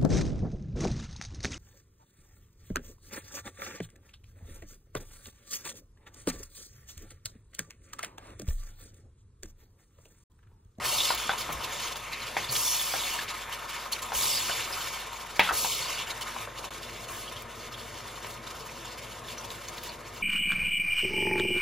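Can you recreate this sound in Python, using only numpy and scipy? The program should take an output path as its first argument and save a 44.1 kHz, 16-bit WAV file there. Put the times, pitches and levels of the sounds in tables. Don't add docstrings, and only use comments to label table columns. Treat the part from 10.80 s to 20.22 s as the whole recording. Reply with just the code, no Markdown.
import sys
import numpy as np
from scipy import signal
from scipy.fft import rfft, irfft, next_fast_len
from scipy.io import wavfile
from scipy.ndimage import uniform_filter1d

SR = 44100
rng = np.random.default_rng(int(sys.argv[2]) if len(sys.argv) > 2 else 0)


def master(y):
    cut = np.clip(np.atleast_2d(y).T, -1, 1)
    pcm = np.round(cut * 32767)
    wavfile.write(sys.argv[1], SR, pcm.astype(np.int16))


def field_ratio(decibels):
    return 10 ** (np.asarray(decibels, dtype=float) / 20)


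N = 415422
WIDE = next_fast_len(N + 4096)
BINS = np.fft.rfftfreq(WIDE, 1 / SR)


def evened(x):
    return x / np.sqrt(np.mean(x ** 2) + 1e-20)


def read(points, hz, column=1):
    table = np.array(points)
    return np.interp(np.log(hz + 1), np.log(table[:, 0] + 1), table[:, column])


def coloured(x, gain):
    return irfft(rfft(x, WIDE) * gain, WIDE)[..., :N]


def add(mix, s, sound):
    part = mix[round(s * SR):][:len(sound)]
    part += sound[:len(part)]


def seconds(length):
    return np.arange(int(length * SR)) / SR


def fuzzy_whistle(phase, smooth):
    fuzz = evened(uniform_filter1d(rng.standard_normal((2, 5000)), size=smooth, axis=1))[:, :len(phase)]
    return fuzz[0] * np.cos(phase) + fuzz[1] * np.sin(phase)


def kitchen():
    # frequency in Hz, level in dB.
    colour = [(35, -19), (60, -9), (75, -4.5), (117, 2), (151, -5.5), (204, -10), (238, -1), (271, -14),
              (315, -8.5), (344, -2), (371, -9.5), (446, -3), (610, -4.5), (742, -7), (800, -24),
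              (1040, -29), (1760, -120)]
    # time in seconds, level in dB.
    rumble = [(0.0, -52), (0.37, -57.5), (0.71, -52.5), (1.23, -59), (1.78, -54), (1.97, -62.5),
              (2.41, -57.5), (3.04, -62), (3.38, -54.5), (3.88, -56), (4.01, -58), (4.51, -59.5),
              (4.8, -53), (5.14, -57), (6.38, -54), (7.29, -55.5), (8.4, -53.5), (9.42, -55)]
    t = np.arange(N) / SR
    waver = evened(uniform_filter1d(rng.standard_normal(N), size=6000))
    hum = field_ratio(-53.5 + 0.47 * waver) * np.sin(2 * np.pi * 50 * t)
    rumble_db = np.interp(t, *np.transpose(rumble))
    noise = evened(coloured(rng.standard_normal(N), field_ratio(read(colour, BINS))))
    return field_ratio(rumble_db + 6.0) * noise + hum


def add_thumps(mix):
    # start in seconds, peak in dB, pitch in Hz.
    thumps = [
        (0.331, -40, 61.9),
        (0.697, -39, 162),
        (0.748, -36, 64),
        (1.57, -46, 193),
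        (1.691, -36.5, 127),
        (2.14, -42, 117),
        (3.36, -37, 62),
        (4.594, -33, 200),
        (4.719, -38, 61.5),
        (5.6, -41, 117),
    ]
    t = seconds(.25)
    for s, db, hz in thumps:
        push = np.sin(2 * np.pi * hz * t * (1 - 0.62 * t))
        add(mix, s, field_ratio(db - 3.0 - 60 * t / 0.37) * push * np.minimum(t / 0.0017, 1))


def add_crackles(mix):
    # start in seconds, peak in dB.
    crackles = [
        (0.3481, -18),
        (0.7272, -22),
        (1.724, -17),
        (3.3453, -32),
        (4.5947, -17),
        (5.908, -39),
        (6.6213, -31),
        (9.0354, -28),
    ]
    t = np.arange(399) / SR
    for s, db in crackles:
        noise = np.diff(uniform_filter1d(rng.standard_normal(400), size=2))
        add(mix, s, field_ratio(db - 4.5) * noise * np.exp(-t / 0.0031))


def snap(db, hz):
    t = np.arange(500) / SR
    ring = np.sin(2 * np.pi * hz * t) * np.exp(-t / 0.00071) * np.minimum(t / 0.0001, 1)
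    puff = uniform_filter1d(rng.standard_normal(500), size=4) * np.exp(-t / 0.01)
    return field_ratio(db - 1.5) * (ring + 0.42 * np.roll(ring, 90) + 0.34 * puff)


def add_snaps(mix):
    # start in seconds, peak in dB, pitch in Hz.
    skins = [(0.119, -36, 4700), (1.7544, -33, 3130), (1.764, -14, 4540), (3.456, -16, 3960),
             (3.7, -28, 3520), (5.7793, -44, 3680), (7.1542, -32, 3430), (7.447, -28, 3040),
             (8.644, -34, 3010), (8.7042, -23, 3860), (8.885, -22, 6400), (8.981, -23, 3770),
             (9.1183, -29, 3660)]
    # start in seconds, level in dB before that
    # cut, pitch in Hz.
    softer_snaps = [(0.046, -26, 3100), (0.0853, -25, 3100), (0.184, -22, 3530), (0.2035, -19, 3580),
                    (0.2513, -18, 3730), (0.4923, -22, 2830), (0.5132, -24, 3670), (0.5791, -25, 3370),
                    (0.611, -17, 2430), (0.837, -25, 2990), (1.1565, -18, 3310), (1.3279, -26, 4100),
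                    (1.4137, -27, 4110), (1.48, -23, 3000), (1.5666, -16, 2270), (1.698, -20, 4600),
                    (1.7534, -22, 3170), (1.848, -17, 6130), (2.0413, -27, 3280), (2.1814, -17, 5090),
                    (2.3037, -15, 5300), (2.382, -25, 2740), (2.4803, -25, 2950), (2.5491, -31, 2400),
                    (2.7177, -28, 2680), (3.1282, -23, 4150), (3.1627, -21, 2370), (3.2276, -21, 7150),
                    (3.3193, -18, 3100), (3.351, -18, 3100), (3.376, -27, 4440), (3.4915, -16, 3900),
                    (3.5696, -19, 4810), (3.683, -19, 2690), (3.7766, -16, 3170), (4.593, -5, 2280),
                    (4.6478, -16, 3140), (4.7331, -22, 2920), (4.9906, -26, 4250), (5.1266, -26.5, 3330),
                    (5.19, -18, 2990), (5.2684, -27, 2780), (5.306, -26, 3920), (5.41, -23, 3420),
                    (6.4777, -32, 3160), (6.9406, -31, 3370), (7.1551, -32, 3510), (7.4455, -32, 2260),
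                    (8.1848, -33, 2220), (8.4833, -27, 3520), (8.5794, -30, 5950), (8.7046, -30, 3710),
                    (8.885, -29, 2780), (8.981, -29, 3690), (9.0922, -29, 4270)]
    for s, db, hz in skins:
        add(mix, s, snap(db, hz))
    for s, db, hz in softer_snaps:
        add(mix, s + .001, snap(db - 5, hz))


def add_spits(mix):
    # start in seconds, peak in dB, pitch in Hz.
    spits = [(0.184, -11, 3490), (0.204, -8, 3580), (0.2508, -17, 3650), (0.5124, -22, 3640),
             (0.61, -23, 4470), (0.728, -31, 2970), (0.8438, -22, 2970), (1.3299, -21, 4100),
             (1.4157, -25, 4150), (1.689, -15, 4400), (1.7529, -11, 3190), (2.195, -15.5, 3700),
             (2.234, -20, 3560), (2.482, -25, 2900), (4.357, -31, 6600), (7.67, -27, 3900),
             (7.89, -26.5, 2300), (2.719, -21, 3010), (3.1267, -14.5, 4230), (3.225, -21, 7200),
             (3.35, -20, 3020), (3.5697, -13, 4830), (3.8005, -20, 2600), (3.926, -18.5, 5050),
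             (4.6466, -26, 3150), (5.1297, -27, 4420), (5.3053, -21.5, 3900), (5.417, -25, 3290),
             (6.4763, -22, 3150), (6.562, -23.5, 3190), (6.939, -25, 3400), (8.4852, -26, 3450),
             (8.5794, -24, 6000), (9.0906, -25, 4350)]
    t, length = seconds(.08), 0.006
    for s, db, hz in spits:
        whistle = t / length * np.exp(1 - t / length) * fuzzy_whistle(2 * np.pi * hz * t, 80)
        crack = np.diff(rng.standard_normal(len(t) + 1))
        crack = crack * np.minimum(t / 0.0081, 1) * np.exp(-t / length)
        add(mix, s - .002, field_ratio(db - 16.5) * (whistle + field_ratio(-17) * crack))


def scrape():
    length = .092
    u = seconds(length) / length
    slip_db = 3.3 * np.minimum(rng.exponential(1, len(u)), 4)
    slips = rng.standard_normal(len(u)) * field_ratio(slip_db)
    wall = signal.butter(4, (690, 3730), "bandpass", fs=SR, output="sos")
    ring = evened(signal.sosfilt(wall, slips))
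    squeak_hz = 2640 + (3550 - 2640) / (1 + np.exp(-(u - .5) / 0.057))
    squeak = fuzzy_whistle(2 * np.pi * np.cumsum(squeak_hz) / SR, 110)
    soft_ends = np.minimum(20 * np.minimum(u, 1 - u), 1)
    return (field_ratio(-29.5 - 5.5 * u) * ring + field_ratio(-40) * squeak) * soft_ends


def steel_wall():
    # pitch in Hz, level in dB, time to die away by 60 dB in seconds.
    rings = [(900, -75, 0.2), (1250, -15.5, 0.14), (1950, -12, 0.39), (2280, -38, 0.11), (2630, -11, 5.0),
             (2860, -39, 0.074), (2900, -4, 0.015), (3300, -13, 0.065), (3580, -44, 0.18),
             (3900, -24, 0.17), (4867, -19, 0.044), (5240, -26, 0.029)]
    t = seconds(.25)
    return sum(field_ratio(db - 60 * t / min(t60, .11)) * np.sin(2 * np.pi * hz * t) for hz, db, t60 in rings)


def knock(db, low_hz, high_hz, high_db, steel):
    t = seconds(.25)
    blade = np.sin(2 * np.pi * low_hz * t) * field_ratio(-60 * t / 0.021) * np.minimum(t / 0.00094, 1)
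    blade = blade + field_ratio(high_db) * np.sin(2 * np.pi * high_hz * t) * field_ratio(-110 * t / 0.021)
    echo = np.zeros(len(t))
    echo[[0, 130, 235, 480, 900]] = [0.94, 0.11, 0.18, -0.2, -0.099]
    rattle = evened(signal.oaconvolve(rng.standard_normal(len(t)), blade[:60])[:len(t)])
    rattle = field_ratio(-13.5) * rattle * field_ratio(-60 * t / 0.15)
    clack_db = -5.5 + 2 * min(high_db, 3) + 0.4 * (db - 4.5)
    clack = sum(np.sin(2 * np.pi * hz * t) for hz in (1840, 2120, 2756, 3400))
    clack = field_ratio(clack_db) * clack * field_ratio(-60 * t / 0.01)
    blow = signal.oaconvolve(blade + clack, echo)[:len(t)] + rattle
    blow = blow + field_ratio(2.0 + 1.9 * (db + 2.0)) * steel
    blow = blow - uniform_filter1d(uniform_filter1d(blow, size=50), size=50)
    return field_ratio(db - 2.0) * blow * np.minimum(t / 0.00083, 1) ** 1.7


def add_knocks(mix):
    # start in seconds, peak in dB, low ring in Hz, high ring in Hz, level of the high ring in dB.
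    knocks = [(0.3042, -11, 1014, 1350, -3.5), (0.493, -13.5, 790, 1510, 7.5),
              (0.534, -18.5, 970, 2110, -13), (0.518, -25, 900, 1400, -9), (0.691, -17.5, 845, 1340, -1),
              (1.567, -11.5, 846, 2260, 1), (2.138, -14, 760, 1560, -1.5), (2.39, -28, 1250, 1710, 13.5),
              (3.319, -18, 830, 1370, 0), (3.696, -20, 730, 1550, 6), (4.594, -4, 900, 2280, 4.5),
              (4.614, -20, 900, 2450, 4), (4.674, -19, 1450, 2200, -3), (4.6895, -8, 1360, 3300, -25),
              (4.708, -11.5, 800, 1280, -3), (4.846, -15, 880, 2430, -10), (5.563, -22, 1030, 2580, -8),
              (5.673, -26, 616, 1200, -1), (5.793, -25, 555, 1150, -13), (5.841, -25, 1060, 2600, -6),
              (7.445, -27, 990, 2280, 1)]
    steel = steel_wall()
    for s, *blow in knocks:
        add(mix, s, knock(*blow, steel))


def pan_levels():
    # time in seconds, level in dB.
    simmering = [(0, 8.5), (.5, 4.5), (1.05, 2.5), (1.3, -0.5), (2.4, 3.5), (3.05, 1.5), (3.9, 4.5),
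                 (4.5, -2.5), (5.2, 3.5), (5.65, 0.5), (5.95, -4), (6.6, -5), (7.2, -6), (9.42, -6.5)]
    # start in seconds, length in seconds, strength in dB, sag in dB per second, dryness in dB.
    flares = [
        (0.036, 0.296, 16.5, 5, -2.5),
        (0.895, 0.2, 7.5, -3, -5.5),
        (1.708, 0.67, 16.5, 10.5, 0.5),
        (2.33, 0.14, 3, 10, -1),
        (3.34, 0.52, 18.5, 19.5, 0),
        (3.884, 0.365, 8, 17.5, -1),
        (4.728, 0.53, 18.5, 25.5, 0),
        (6.297, 0.15, 5, 25, 1),
    ]
    # start in seconds, length in seconds, strength in dB, dryness in dB.
    puffs = [(0.375, 0.14, 10, -2.5), (2.382, 0.023, 9, -4), (2.473, 0.023, 1, -11), (5.842, 0.02, 5, -3),
             (4.387, 0.013, -6, 3.5), (5.123, 0.016, 5, -7), (0.58, 0.05, 11, -2.5), (0.72, 0.021, 8, 0),
             (0.835, 0.018, 10.5, -3), (1.33, 0.024, -12, -20), (1.433, 0.024, -4, -10),
             (1.568, 0.16, 6, -3), (2.722, 0.033, 5, -1.5), (1.462, 0.032, 4, -2),
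             (2.909, 0.067, -3.5, -10), (3.12, 0.019, 16, -2.5), (3.219, 0.018, 8, 0.5),
             (4.631, 0.078, 9.5, -0.5), (5.298, 0.018, 9.5, -4.5), (5.411, 0.023, 8.5, -5),
             (5.609, 0.032, 2.5, 0), (5.776, 0.02, 5, -7), (7.462, 0.087, -12, 7.5),
             (8.176, 0.025, -2.5, -7), (8.483, 0.096, 2, -3), (8.703, 0.077, -11, 7),
             (9.03, 0.051, 2.5, -1)]
    # middle in seconds, length in seconds, depth in dB.
    lulls = [(0.717, 0.011, 3), (1.253, 0.12, 2), (0.777, 0.097, 1), (5.394, .035, 4), (5.815, .03, 4),
             (.02, 0.036, 1), (4.293, 0.12, 2), (4.468, 0.054, 2.5), (3.276, 0.051, 1), (1.523, 0.028, 1),
             (2.466, 0.032, 8), (2.68, 0.08, 6), (2.817, 0.12, 3.5), (3.098, 0.036, 8), (3.21, 0.022, 7),
             (4.713, 0.027, 3), (5.247, 0.037, 6), (5.714, 0.1, 11), (6.67, 0.098, 7.5), (6.903, 0.036, 4),
             (7.603, 0.045, 8), (8.158, .04, 4), (8.42, 0.039, 7), (8.556, 0.042, 4.5), (9.23, 0.18, 4.5),]
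    # gurgle, sputter, fizz, steam.
    # Resting level in dB.
    rest_db = [-43.5, -48, -48.5, -59]
    simmer_share = [0.55, 0.86, 0.37, 0.6]
    burst_db = [-57, -51, -52.5, -56]
    strength_share = [0.65, 0.53, 1.154, 1.14]
    sag_share = [0.29, 0.1, 0.82, 2]
    dry_share = [0.47, -0.72, -0.96, 1.56]
    lull_share = [0.23, 0.96, 1.9, 0.97]
    rise_s = [0.02, 0.072, 0.046, 0.024]
    t = np.arange(0, N / SR + .002, .002)
    rest, simmer, burst, strength, sag, dry, lull, rise = np.array(
        [rest_db, simmer_share, burst_db, strength_share, sag_share, dry_share, lull_share, rise_s])[..., None]

    beats = sum(np.sin(2 * np.pi * (hz * t + rng.random())) for hz in np.geomspace(9, 30.6, num=40))
    beat_db = np.outer([.3, 1.45, 2.26, 2.3], evened(beats))
    simmer_db = simmer * np.interp(t, *np.transpose(simmering))
    power = field_ratio(2 * (rest + simmer_db + beat_db))

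    swell = np.array([5.5, -9, -6, -5])[:, None]
    bursts = [(*row, rise, .035, swell) for row in flares]
    bursts += [(s, length, db, 54, dry_db, 0.01, 0.01, 0) for s, length, db, dry_db in puffs]
    for s, length, db, sag_db, dry_db, attack, release, swell_db in bursts:
        edges = np.minimum((t - s) / attack + .5, (s + length - t) / release + .5)
        gate = np.clip(edges, 0, 1) * field_ratio(swell_db * np.clip(1 - (t - s) / 0.14, 0, 1))
        sagged_db = sag * sag_db * np.clip(t - s, 0, length)
        power = power + gate ** 2 * field_ratio(2 * (burst + strength * db + dry * dry_db - sagged_db))
    smothered_db = sum(db * np.exp(-(2 * (t - s) / length) ** 4) for s, length, db in lulls)
    levels = 10 * np.log10(power) - lull * smothered_db
    return [np.interp(np.arange(N) / SR, t, row) for row in levels]


def bubbles(lo_hz, hi_hz, per_s, turns, spread_db, wash):
    out, count = np.zeros(N), 16
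    size = field_ratio(spread_db * np.minimum(rng.exponential(1, N), 4)) * (rng.random(N) < per_s / SR)
    kind = rng.integers(0, count, N)
    for k, hz in enumerate(np.geomspace(lo_hz, hi_hz, count)):
        u = np.arange(1, int(4 * turns * SR / hz)) * hz / SR / turns
        grain = np.sin(2 * np.pi * turns * u * (1 + 0.019 * u))
        grain = np.minimum(8 * u, 1) * np.exp(-1.5 * u) * grain
        grain = grain * np.sqrt(hz) / np.linalg.norm(grain)
        out += signal.oaconvolve(size * (kind == k), grain)[:N]
    band = (BINS > lo_hz) & (BINS < hi_hz)
    share = np.clip(wash, 0, 1)
    single = evened(out) * np.sqrt(band.mean())
    return np.sqrt(1 - share) * single + np.sqrt(share) * rng.standard_normal(N)


def patchy(x, patch_db, flicker_db):
    # middle in seconds, length in seconds, pitch in Hz, width in Hz, depth in dB.
    shades = [(4.87, .2, 1750, 800, 8.5), (5.8, .1, 2400, 1500, 1), (0.17, 0.19, 1700, 600, 8),
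              (.2, .3, 3500, 620, 0.5), (.45, 0.22, 3380, 530, -6), (0.32, 0.26, 1600, 400, -2),
              (1.7, 0.28, 1000, 610, -1.5), (2.2, 0.57, 3400, 400, -2.5), (1.9, 0.12, 5940, 1300, -6),
              (1.38, 0.27, 2360, 1000, -5), (3.43, 0.32, 1600, 600, 4), (3.39, .25, 1000, 500, -3.5),
              (3.45, .1, 3800, 900, -3), (3.54, 0.087, 4700, 1300, -6), (4, 0.11, 1500, 810, -4),
              (5, 0.2, 1200, 360, -0.5), (5.5, 0.17, 1900, 550, -1), (5.2, 0.092, 2900, 1160, -9),
              (7.7, 3.5, 3630, 315, -1), (9.6, 2.4, 750, 240, -2), (5.8, 7.5, 1200, 310, 1),
              (7.9, 4.1, 2550, 330, 1.5), (5.19, 0.11, 2900, 1000, 4), (5.47, 0.7, 1150, 360, -0.5),
              (0.32, 0.13, 4500, 1400, -2.5), (1.8, .2, 1700, 600, 3), (3.9, .2, 800, 300, -2),
              (4.4, .25, 800, 300, -1)]
    hz, t, z = signal.stft(x, SR, nperseg=256, noverlap=192)
    patches = rng.standard_normal(z.shape[::-1]).T
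    patches = evened(uniform_filter1d(uniform_filter1d(patches, size=2, axis=0), size=36, axis=1))
    surges = np.minimum(rng.exponential(1, len(t)), 3) ** 2
    surges = evened(signal.lfilter([1], [1, -.9], surges - surges.mean()))
    shade_db = 0
    for s, length, mid_hz, width, db in shades:
        off_time, off_pitch = 2 * (t - s) / length, 2 * (hz[:, None] - mid_hz) / width
        shade_db = shade_db + db * np.exp(-off_time ** 4 - off_pitch ** 4)
    z = z * field_ratio(patch_db * patches + flicker_db * surges - shade_db)
    return signal.istft(z, SR, nperseg=256, noverlap=192)[1][:N]


def frying():
    # frequency in Hz, level in dB.
    gurgle_colour = [(250, -10.5), (420, -6), (600, -6.5), (800, -6.5), (1050, -2), (1500, -1.5),
                     (1900, -6), (2600, -9), (4000, -12), (7000, -18), (10000, -14.5), (16000, -38)]
    # frequency in Hz, level in dB.
    sputter_colour = [(1400, -45), (1900, -6), (2300, 2), (3100, -2), (3700, -1.5), (4600, -23.5)]
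    # frequency in Hz, level in dB.
    fizz_colour = [(2200, -35), (3000, -4), (3700, -6), (4500, -1.5), (5500, -3.5), (7000, -7.5),
                   (9000, -4), (12000, -22.5)]
    # frequency in Hz, level in dB.
    steam_colour = [(4000, -37.5), (5500, -4), (7000, -5), (9000, 2), (11000, -5.5), (13000, -8.5),
                    (15500, -11.5), (17000, -61)]
    # frequency in Hz, width in Hz, level in dB.
    resonances = [(578, 76, -9.5), (734, 19, -7), (927, 106, -5.5), (1060, 79, -4), (1252, 32.5, -4),
                  (1423, 17, -25), (1785, 34, -10.5), (2200, 540, -10.5), (2748, 76, -8), (3000, 40, -9.5),
                  (3578, 150, -13.5), (4180, 44, -16), (4320, 98, -15.5), (4700, 46, -20),
                  (5090, 140, -16.5), (6320, 160, -13), (6950, 150, -6)]
    gurgle_db, sputter_db, fizz_db, steam_db = pan_levels()
    pan = .55
    for hz, width, db in resonances:
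        width = max(width, 45)
        pan = pan + field_ratio(db + 5.5) / (1 + (2 * (BINS - hz) / width) ** 2)

    juice = bubbles(345.0, 6830, 3000, 3.24, 2.3, 0.53)
    whistles = bubbles(1800, 9000, 400, 40.0, 2.5, 0.12)
    ticks = bubbles(2000, 9900, 300, 1.2, 4.4, 0.021)
    fat = bubbles(1600, 9000, 4000, 9.0, 2.3, 0.53) + 0.59 * whistles + 0.3 * ticks
    vapour = bubbles(5000, 15200, 5000, 1.8, 5.5, 0.55)

    gurgle = evened(coloured(juice, field_ratio(read(gurgle_colour, BINS)) * pan))
    sputter = evened(coloured(fat, field_ratio(read(sputter_colour, BINS)) * pan))
    fizz = evened(coloured(fat, field_ratio(read(fizz_colour, BINS)) * pan))
    steam = evened(coloured(vapour, field_ratio(read(steam_colour, BINS))))
    layers = field_ratio(gurgle_db + 1.5) * gurgle + field_ratio(sputter_db - 1.63) * sputter
    layers = layers + field_ratio(fizz_db - 0.27) * fizz + field_ratio(steam_db + 10.0) * steam
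    return patchy(layers, 1.7, 0.74)


def scene():
    near = kitchen() + frying()
    add_thumps(near)
    add_crackles(near)
    add_snaps(near)
    add_spits(near)
    add(near, 4.6, scrape())
    add_knocks(near)
    detour = evened(uniform_filter1d(rng.standard_normal(len(BINS)), size=300))
    delay = 0.0096 * (1 + np.tanh(detour))
    scattered = coloured(near, np.exp(-2j * np.pi * np.cumsum(delay) * BINS[1]))
    return np.array([near, scattered])


def two_ports(dry):
    # frequency in Hz, lead of the left in radians, likeness from 0 to 1, left over right in dB.
    port_table = [(60, 0, .99, 0), (200, .1, .88, -1), (430, .1, .93, 2), (780, .5, .68, 1),
                  (950, .3, .7, 4.5), (1300, -.1, .9, 1), (1900, 0, .97, .3), (2600, 0, .94, 0),
                  (3100, .3, .87, 0), (4000, .2, .87, 0), (5200, .45, .83, 0), (5700, -1.2, .72, 0),
                  (6700, -.8, .75, 0), (7400, -1.7, .7, 0), (8450, -3.0, .9, 0), (9350, -3.3, .88, 0),
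                  (11000, -4.6, .65, 0), (12700, -6.2, .9, 0), (13200, -6.28, .95, 0)]
    same = np.clip(read(port_table, BINS, column=2), 0, 1)
    shares = np.sqrt([(1 + same) / 2, (1 - same) / 2])
    direct, scattered = rfft(dry, WIDE) * (BINS < 16450) * shares
    turn = np.exp(.5j * read(port_table, BINS)) * field_ratio(read(port_table, BINS, column=3) / 2)
    return irfft(np.array([(direct + scattered) * turn, (direct - scattered) / turn]), WIDE)[:, :N]


def thrifty(ports, side_db, mid_db, faint_db):
    both = [ports[0] + ports[1], ports[0] - ports[1]]
    z = signal.stft(both, SR, nperseg=1024, noverlap=512)[2]
    power = abs(z[:, :512].reshape(2, 64, 8, -1) ** 2).mean(2)
    power = uniform_filter1d(power, size=5, axis=2)
    lead_db = 10 * np.log10(power[0] / (power[1] + 1e-30) + 1e-30)
    keep = np.array([lead_db > -mid_db, lead_db < side_db])
    keep[:, :4] = True
    keep[0, 42:] = power[0, 42:] > power[0, 2:20].mean(0) * field_ratio(2 * faint_db)
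    mask = np.pad(keep.repeat(8, 1), [(0, 0), (0, 1), (0, 0)])
    total, diff = signal.istft(z * mask, SR, nperseg=1024, noverlap=512)[1]
    return np.array([total + diff, total - diff])[:, :N] / 2


def scene_change():
    t = np.arange(N) / SR - 5.904
    depth = np.clip(np.minimum(1 + t / .034, 1 - t / .004), 0, 1)
    return field_ratio(-32 * depth ** 2.5)


def low_pass(x):
    return signal.sosfilt(signal.butter(12, 15950, fs=SR, output="sos"), x)


def record(dry):
    ports = thrifty(two_ports(dry), 10.0, 10.18, -18.5)
    return low_pass(ports * scene_change())


dry = scene()
out = record(dry)
master(out)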